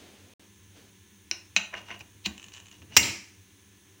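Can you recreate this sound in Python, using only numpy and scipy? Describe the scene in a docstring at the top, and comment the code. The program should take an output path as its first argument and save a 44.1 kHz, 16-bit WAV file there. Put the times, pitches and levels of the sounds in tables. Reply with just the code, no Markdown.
"""A hand sets the steel weight on the vent pipe of a pressure cooker, in a small kitchen.
Mains hum, soft hiss and a rustle come first; all sound drops out briefly at 0.34 s. From 1.3 s the weight
taps the pipe, ringing the steel and rocking the pot, scrapes over the tip and creaks down in stick-slip
ticks while the pot shifts on the stove. Near 3 s it seats with a loud clack, held down by a limiter,
and the lid rings on."""
import sys
import numpy as np
from scipy import signal
from scipy.fft import rfft, irfft, next_fast_len
from scipy.io import wavfile
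from scipy.ndimage import uniform_filter1d, minimum_filter1d, map_coordinates

SR = 44100
rng = np.random.default_rng(int(sys.argv[2]) if len(sys.argv) > 2 else 0)


def wav_record(signal):
    """Record a signal, one row per channel, as 16-bit PCM in the file named by sys.argv[1]."""
    frames = np.transpose(np.atleast_2d(signal))
    bounded = np.clip(frames, -1, 1)
    # unit amplitude maps onto the largest positive 16-bit level
    quanta = np.round(bounded * 32767).astype(np.int16)
    wavfile.write(sys.argv[1], SR, quanta)


N = 176400


def amp(db):
    """dB to gain."""
    return 10 ** (np.asarray(db) / 20)


def unit(x):
    """x at rms 1."""
    return x / np.sqrt(np.mean(x ** 2) + 1e-20)


def along(points, hz):
    """(Hz, value) points read on a log axis."""
    point_hz, values = np.transpose(points)
    return np.interp(np.log(hz + 1), np.log(point_hz + 1), values)


def fade(t, t60_s):
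    """Exponential decay, 60 dB in t60_s."""
    return np.exp(-np.log(1000) * t / t60_s)


def colour(x, points, keep_power=False):
    """Minimum-phase filter with the gain of (Hz, dB) points."""
    size = 2 * next_fast_len(len(x) // 2 + 4096)
    gain = amp(along(points, np.fft.rfftfreq(size, 1 / SR)))
    cepstrum = irfft(np.log(unit(gain) if keep_power else gain), size)
    cepstrum[1:size // 2] *= 2
    cepstrum[size // 2 + 1:] = 0
    return irfft(rfft(x, size) * np.exp(rfft(cepstrum)), size)[:len(x)]


def noise(n, spectrum):
    """n samples of noise shaped by (Hz, dB) points, rms near 1."""
    return colour(rng.standard_normal(n), spectrum, keep_power=True)


def add(track, start_s, x):
    """Mix x into the track."""
    i = round(start_s * SR)
    track[i:i + len(x)] += x[:N - i]


def ring(modes, t, scatter_db=0.5):
    """Damped (Hz, dB, t60 s) modes of alternating sign; levels vary per call."""
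    out = np.zeros(len(t))
    for k, (hz, db, t60_s) in enumerate(modes):
        gain = (-1) ** k * amp(db - scatter_db * rng.standard_normal())
        out += gain * fade(t, t60_s) * np.sin(2 * np.pi * hz * t)
    return out


def kitchen(x, room_db):
    """x plus wall reflections: a fresh noise tail whose treble dies first."""
    # Room decay. Each row: frequency in Hz, t60 in seconds.
    decay = [(100, .5), (300, .45), (900, .42), (2600, .38), (6000, .35), (10000, .31), (16000, .28)]
    # Tail colour. Each row: frequency in Hz, gain in dB.
    spectrum = [(80, 3), (300, 2.5), (900, -5), (2700, -10.5), (6000, -13), (15000, -3)]
    build_up_s = 0.0019
    hz, t, bins = signal.stft(rng.standard_normal(SR * 3 // 4), SR, nperseg=256)
    envelope = fade(t, along(decay, hz)[:, None]) * (1 - np.exp(-t / build_up_s))
    tail = signal.istft(bins * envelope, SR, nperseg=256)[1]
    tail = colour(tail / np.linalg.norm(tail), spectrum)
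    return x + amp(room_db) * signal.fftconvolve(x, tail)[:len(x)]


def hum():
    """Mains hum and faint higher tones, each drifting in phase."""
    # Each row: frequency in Hz, rms level in dB.
    tones = [(100, -67.5), (200, -74), (300, -75.5), (383, -75.5), (1730, -77.5), (6385, -75.5)]
    drift_hz, drift_rad = 2.7, 0.9
    out, t = np.zeros(N), np.arange(N) / SR
    for hz, db in tones:
        knots = rng.standard_normal(int(N * drift_hz / SR) + 4)
        drift = map_coordinates(knots, [t * drift_hz])
        out += amp(db) * np.sqrt(2) * np.sin(2 * np.pi * hz * t + drift_rad * drift)
    return out


def rustle():
    """Soft noise that swells and fades, mostly in the first second."""
    # Each row: time in seconds, level in dB.
    envelope = [(0, -53), (.1, -55), (.3, -60.5), (.43, -59.5), (.5, -77), (.72, -74), (.77, -54.5),
                (.87, -62.5), (1, -81), (1.3, -82.5), (3.7, -74), (4, -70.5)]
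    # Each row: frequency in Hz, relative level in dB.
    spectrum = [(60, -24), (280, 2.5), (600, -7), (1200, -15.5), (3000, -11), (7000, -20.5), (14000, -32)]
    level_db = np.interp(np.arange(N) / SR, *np.transpose(envelope))
    return amp(level_db) * noise(N, spectrum)


def hiss(level_db=-57.5):
    """Steady noise floor."""
    # Each row: frequency in Hz, relative level in dB.
    spectrum = [(18, -39), (30, -27), (70, -7), (100, 7), (115, -11), (124, -18), (204, -2.5), (233, -12),
                (252, -21.5), (287, -6.5), (384, -14), (526, -23.5), (649, -37), (780, -26.5), (913, -22.5),
                (1010, -18.5), (1160, -25), (1670, -20), (1860, -20), (3490, -18.5), (4910, -28.5),
                (6380, -15.5), (7270, -25.5), (9710, -23.5), (10400, -24.5), (11500, -33), (13800, -37),
                (15200, -19.5), (16000, -26.5)]
    return amp(level_db) * noise(N, spectrum)


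def knocks():
    """The weight slides into each blow, which clicks, rattles the lid, rings the steel and rocks the pot."""
    # Weight on pipe; the last three rows are the clack landing twice and settling.
    # Each row: time in seconds, gain in dB, slide in dB, clatter t60 in seconds, click in dB, ring in dB,
    # ring t60 factor, thump in dB, thump centre in Hz, room in dB, then a gain in dB per tone band.
    blows = [(1.3129, -22.5, -50, 0.011, 4.5, -6, 0.55, -18, 357, 1.3, -17, -2.5, -6.5, -6, -8, 6.5, 3, -16, -10, -21),
             (1.564, -17.5, -32, 0.048, 1, -11.5, 0.96, -14.5, 185, 0.4, -18.5, 6.5, 0, 1.5, 3.5, -3, 4.5, -3, -17, -14),
             (1.7395, -33, -10, 0.022, -8, -17, 0.45, -18, 190, 0, 0, 4, 14, 2, -32, -18, -11, -20, -24, -28),
             (1.9046, -35.5, -13, 0.03, -2, -11.5, 0.98, -14, 200, -9, 4, 2, 7, 2, -16, -11, -3, -29, -23, -27),
             (1.993, -49, -30, 0.012, -2, -15, 0.28, -12, 196, -3, -8, -5, -6, -11, -4, -1, -4, 4, 5, 16),
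             (2.0058, -47.5, -17, 0.056, -22, -2, 0.39, 7, 104, -8, -6, 20.5, 3, 8, -15, -14, -23, -15, -5, 0),
             (2.2608, -18, -5.5, 0.02, -2, -12, 0.32, -9, 211, -5, -25, 1, -17, 1.5, 5.5, -7.5, -5, -9, -16, -7),
             (2.2669, -32, -25, 0.047, -25, -8, 0.59, -1.5, 69.5, 3.5, -27, 13.5, 0, -4, -3, -4, -1, -1, -8, -16),
             (2.9665, -7.5, -38, 0.064, -10, -6.5, 0.25, -3.5, 119, -8, 1, 7.5, 3.5, -1, 6.5, 4, 7, 0.5, 1, 9.5),
             (2.9715, -3, -32, 0.035, -24, -15, 0.49, -14.5, 266, -1.5, -6.5, 3.5, 2.5, 1, -0.5, 7.5, 7, 12.5, 1.5, 5),
             (3.029, -28, -12.5, 0.085, -15, -15, 0.5, -26, 200, 5.5, -14, -9, -16, -7, 16, 1, -7, -5, -1, 8)]
    # Tone bands of a blow.
    bands_hz = [250, 900, 1600, 2700, 4000, 5200, 6200, 7400, 10000, 15000]
    # Dense lid modes. Each row: frequency in Hz, relative level in dB.
    clatter = [(60, -45.5), (250, -4.5), (600, -6.5), (1300, -6.5), (2500, 10), (3500, -1), (5700, 3),
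               (7200, -3.5), (8500, -9), (11200, -11.5), (12500, -21), (15000, -11.5), (16500, -12)]
    # After-ring of the whole lid, same columns.
    shimmer = [(300, -23.5), (1500, -8), (2300, 11), (2900, 6.5), (3600, -7.5), (5600, 1.5), (7500, -13),
               (10000, -16), (15000, -32.5)]
    # Weight and pipe before seating. Each row: frequency in Hz, relative level in dB, base t60 in seconds.
    held_modes = [(1152, -39, 0.05), (1480, -10.5, 0.13), (1567, -8.5, 0.12), (1860, -8.5, 0.16),
                  (2120, -18, .06), (2580, -19.5, 0.087), (2590, -2, 0.094), (2820, -4, 0.17),
                  (2800, -2.5, 0.19), (2980, 1, 0.096), (3600, -9, 0.044), (3853, -11.5, 0.36),
                  (3970, -4, 0.061), (3910, 4, 0.046), (4170, 4.5, 0.044), (4900, -6, 0.05),
                  (5276, -14, 0.048), (5300, -2, 0.029), (5750, -12, 0.11), (6000, -15, 0.092),
                  (6040, -14, 0.25), (6420, -16, .09), (7100, 2, 0.066)]
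    # Lid with the weight seated, same columns.
    seated_modes = [(847, -9, .05), (928, -5, 0.085), (1301, -10.5, 0.19), (2040, -10, 0.5),
                    (2175, -7, 0.39), (2320, -8.5, 0.33), (2364, -14, 0.31), (2436, -9, .25),
                    (2660, -17.5, .2), (2640, -18.5, 0.17), (2792, -1.5, 0.51), (2873, 2.5, 0.26),
                    (3968, -5.5, 0.15), (5070, -10.5, 0.084), (5430, -0.5, 0.17), (5920, -7.5, .18),
                    (5765, -1, .26), (5880, -19.5, 0.15), (6540, -13.5, 0.16), (6620, -14, 0.15),
                    (6870, -16, 0.11), (15900, -14.5, 0.062)]
    # Pot rocking on the stove. Each row: frequency in Hz, relative level in dB, t60 in seconds.
    pot_modes = [(75.5, -3, 0.12), (119, -5.5, 0.052), (198.4, -2, 0.12), (257.4, -4.5, 0.056),
                 (333, 0, 0.097), (385, -4.5, .05)]
    seated_s, slide_t60_s = 2.9, 0.035
    shimmer_db, shimmer_t60_s = -20.5, 0.49
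    thump_rise_s, skirt_db = 0.0017, -18
    out, lead = np.zeros(N), SR // 25
    clock = np.arange(-lead, SR * 3 // 4) / SR  # zero at impact
    t, struck = np.maximum(clock, 0), clock >= 0
    for (at_s, db, slide_db, t60_s, click_db, ring_db, t60_factor,
         thump_db, thump_hz, room_db, *tone_db) in blows:
        seated = at_s > seated_s
        slide = amp(slide_db) * fade(np.abs(clock), slide_t60_s)  # swells up to the impact
        contact = rng.standard_normal(len(t)) * np.where(struck, fade(t, t60_s), slide)
        contact[lead] = 8 * amp(click_db)
        modes = seated_modes if seated else held_modes
        damped = [(hz, mode_db, base_s * t60_factor) for hz, mode_db, base_s in modes]
        steel = colour(contact, clatter, keep_power=True) + amp(ring_db) * ring(damped, t)
        if seated:
            steel += amp(shimmer_db) * noise(len(t), shimmer) * fade(t, shimmer_t60_s) * struck
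        steel = colour(steel, list(zip(bands_hz, tone_db)))
        rocking = ring(pot_modes, t) * (1 - np.exp(-t / thump_rise_s))
        thump_band = [(thump_hz / 2, skirt_db), (thump_hz, 0), (thump_hz * 2, skirt_db)]
        thump = amp(thump_db) * colour(rocking, thump_band)
        blow = kitchen(steel, room_db) + kitchen(thump, room_db=-7.5)
        add(out, at_s + clock[0], amp(db) * blow)
    return out


def scrapes():
    """The weight rubs on the pipe: dense tiny slips swell and die in the lid's resonances."""
    # Each row: peak time, rise and fall t60 in seconds, base level in dB, treble in dB.
    rubs = [(1.732, 0.012, 0.061, -33, -30.5), (1.742, 0.0076, 0.1, -33, -7.5),
            (1.777, 0.037, 0.18, -41.5, 7), (1.868, 0.016, 0.18, -50, 10), (1.888, .015, 0.1, -43.5, -2),
            (1.914, .016, 0.11, -35.5, -7), (1.943, 0.019, 0.12, -44, 5), (2.009, .02, 0.033, -43, 23),
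            (2.537, 0.024, 0.1, -50.5, 25), (2.573, 0.035, 0.2, -52, 13.5), (2.727, 0.0085, 0.26, -53, 16),
            (2.819, 0.0018, 0.052, -48, -1), (2.929, 0.038, 0.099, -45.5, 1.5),
            (2.952, 0.036, 0.053, -46, 22)]
    # Friction noise. Each row: frequency in Hz, relative level in dB.
    spectrum = [(150, -26.5), (450, -28.5), (660, 10), (950, 5), (1300, -3), (1900, -15.5), (2400, 6),
                (2900, 4), (3600, -6), (4700, -13.5), (6000, -8), (7500, -18), (15000, -58.5)]
    # Modes a rub excites. Each row: frequency in Hz, relative level in dB, t60 in seconds.
    modes = [(592, 0, 0.039), (623, -10, 0.14), (731, 2.5, 0.023), (928, -4, 0.087), (1524, -1.5, 0.12),
             (1612, 5.5, 0.045), (1957, 10, 0.0227), (2170, -0.5, 0.07), (2450, -19.5, 0.025),
             (2660, -20, 0.091), (2856, 11.5, 0.083), (6080, 1.5, 0.019)]
    slips_per_s, ring_db = 1700, 2
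    out, t = np.zeros(N), np.arange(SR // 2) / SR
    for peak_s, rise_s, t60_s, db, treble_db in rubs:
        slips = unit(rng.standard_normal(len(t)) * (rng.random(len(t)) < slips_per_s / SR))
        ringing = unit(signal.fftconvolve(slips, ring(modes, t))[:len(t)])
        rub = unit(colour(slips, spectrum, keep_power=True) + amp(ring_db) * ringing)
        rub = colour(rub, [(2000, 0.012), (5000, treble_db)], keep_power=True)
        envelope = np.minimum(t / rise_s, 1) ** 2 * fade(np.maximum(t - rise_s, 0), t60_s)
        add(out, peak_s - rise_s, amp(db + treble_db / 2) * rub * envelope)
    return out


def ticks():
    """The gripped weight sticks and slips down the pipe; each gritty slip rings it briefly."""
    # Each row: start in seconds, gain in dB.
    slips = [(1.995, -54), (2.379, -39), (2.3968, -40), (2.419, -47.5), (2.428, -40.5), (2.4414, -38),
             (2.464, -48), (2.484, -43), (2.5205, -45.5), (2.5386, -39), (2.5476, -40.5), (2.557, -48.5),
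             (2.565, -41.5), (2.572, -42), (2.5794, -44), (2.6009, -41), (2.658, -46), (2.6678, -45),
             (2.684, -45), (2.714, -44.5)]
    # Gripped weight. Each row: frequency in Hz, relative level in dB, t60 in seconds.
    modes = [(1086, -12, 0.011), (1757, -13, 0.0141), (2530, -2.5, 0.01255), (2668, -2, 0.012),
             (2960, -1.5, 0.014), (4000, -9, 0.007), (6380, -2, 0.0036), (7360, -3, 0.0046)]
    # Each row: frequency in Hz, relative level in dB.
    grit_spectrum = [(300, -17), (1000, -11), (2800, 1), (4800, -9.5), (6500, 3.5), (8500, -18),
                     (15000, -41)]
    ring_db, grit_db, grit_t60_s = 2, -7.5, 0.028
    out, t = np.zeros(N), np.arange(SR // 20) / SR
    for start_s, db in slips:
        burst = rng.standard_normal(len(t)) * fade(t, grit_t60_s)
        grit = colour(burst, grit_spectrum, keep_power=True)
        add(out, start_s, amp(db) * (amp(ring_db) * ring(modes, t) + amp(grit_db) * grit))
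    return out


def pot_shifts():
    """Dull, soft bumps as the pot shifts on the stove under the hand."""
    # Each row: peak time in seconds, level in dB.
    bumps = [(2.03, -63), (2.159, -62.5), (2.821, -55.5), (2.859, -59.5), (2.941, -52.5)]
    # Each row: frequency in Hz, relative level in dB.
    spectrum = [(40, -24.5), (80, 5.5), (200, -3.5), (350, -6), (550, -18.5), (2000, -57.5)]
    rise_s = 0.046
    out, t = np.zeros(N), np.arange(SR // 4) / SR
    envelope = t / rise_s * np.exp(1 - t / rise_s)
    for peak_s, db in bumps:
        add(out, peak_s - rise_s, amp(db) * noise(len(t), spectrum) * envelope)
    return out


def scene():
    """All sources, alike in both channels."""
    cooker = knocks() + kitchen(scrapes(), room_db=0.5) + kitchen(ticks(), room_db=4) + pot_shifts()
    mono = cooker + hum() + rustle() + hiss()
    return np.array([mono, mono])


def record(dry):
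    """Fast limiter with slow release, brief dropout, soft clip, low-pass."""
    threshold_db, release_db_per_s = 1, 63
    mute_from_s, mute_to_s = 0.3378, 0.3955
    ceiling_db, cutoff_hz = -2.1, 16100
    t = np.arange(N) / SR
    over_db = np.maximum(20 * np.log10(np.abs(dry[0]) + 1e-9) - threshold_db, 0)
    cut_db = np.maximum.accumulate(over_db + release_db_per_s * t) - release_db_per_s * t
    gain_db = uniform_filter1d(minimum_filter1d(-cut_db, size=31), size=31)  # smooth look-ahead attack
    unmuted = (t < mute_from_s) | (t > mute_to_s)
    limited = dry * amp(gain_db) * unmuted
    clipped = limited / (1 + (limited / amp(ceiling_db)) ** 8) ** (1 / 8)
    low_pass = 1 / (1 + (np.fft.rfftfreq(N, 1 / SR) / cutoff_hz) ** 160)
    return irfft(rfft(clipped) * low_pass, N)


dry = scene()
out = record(dry)
wav_record(out)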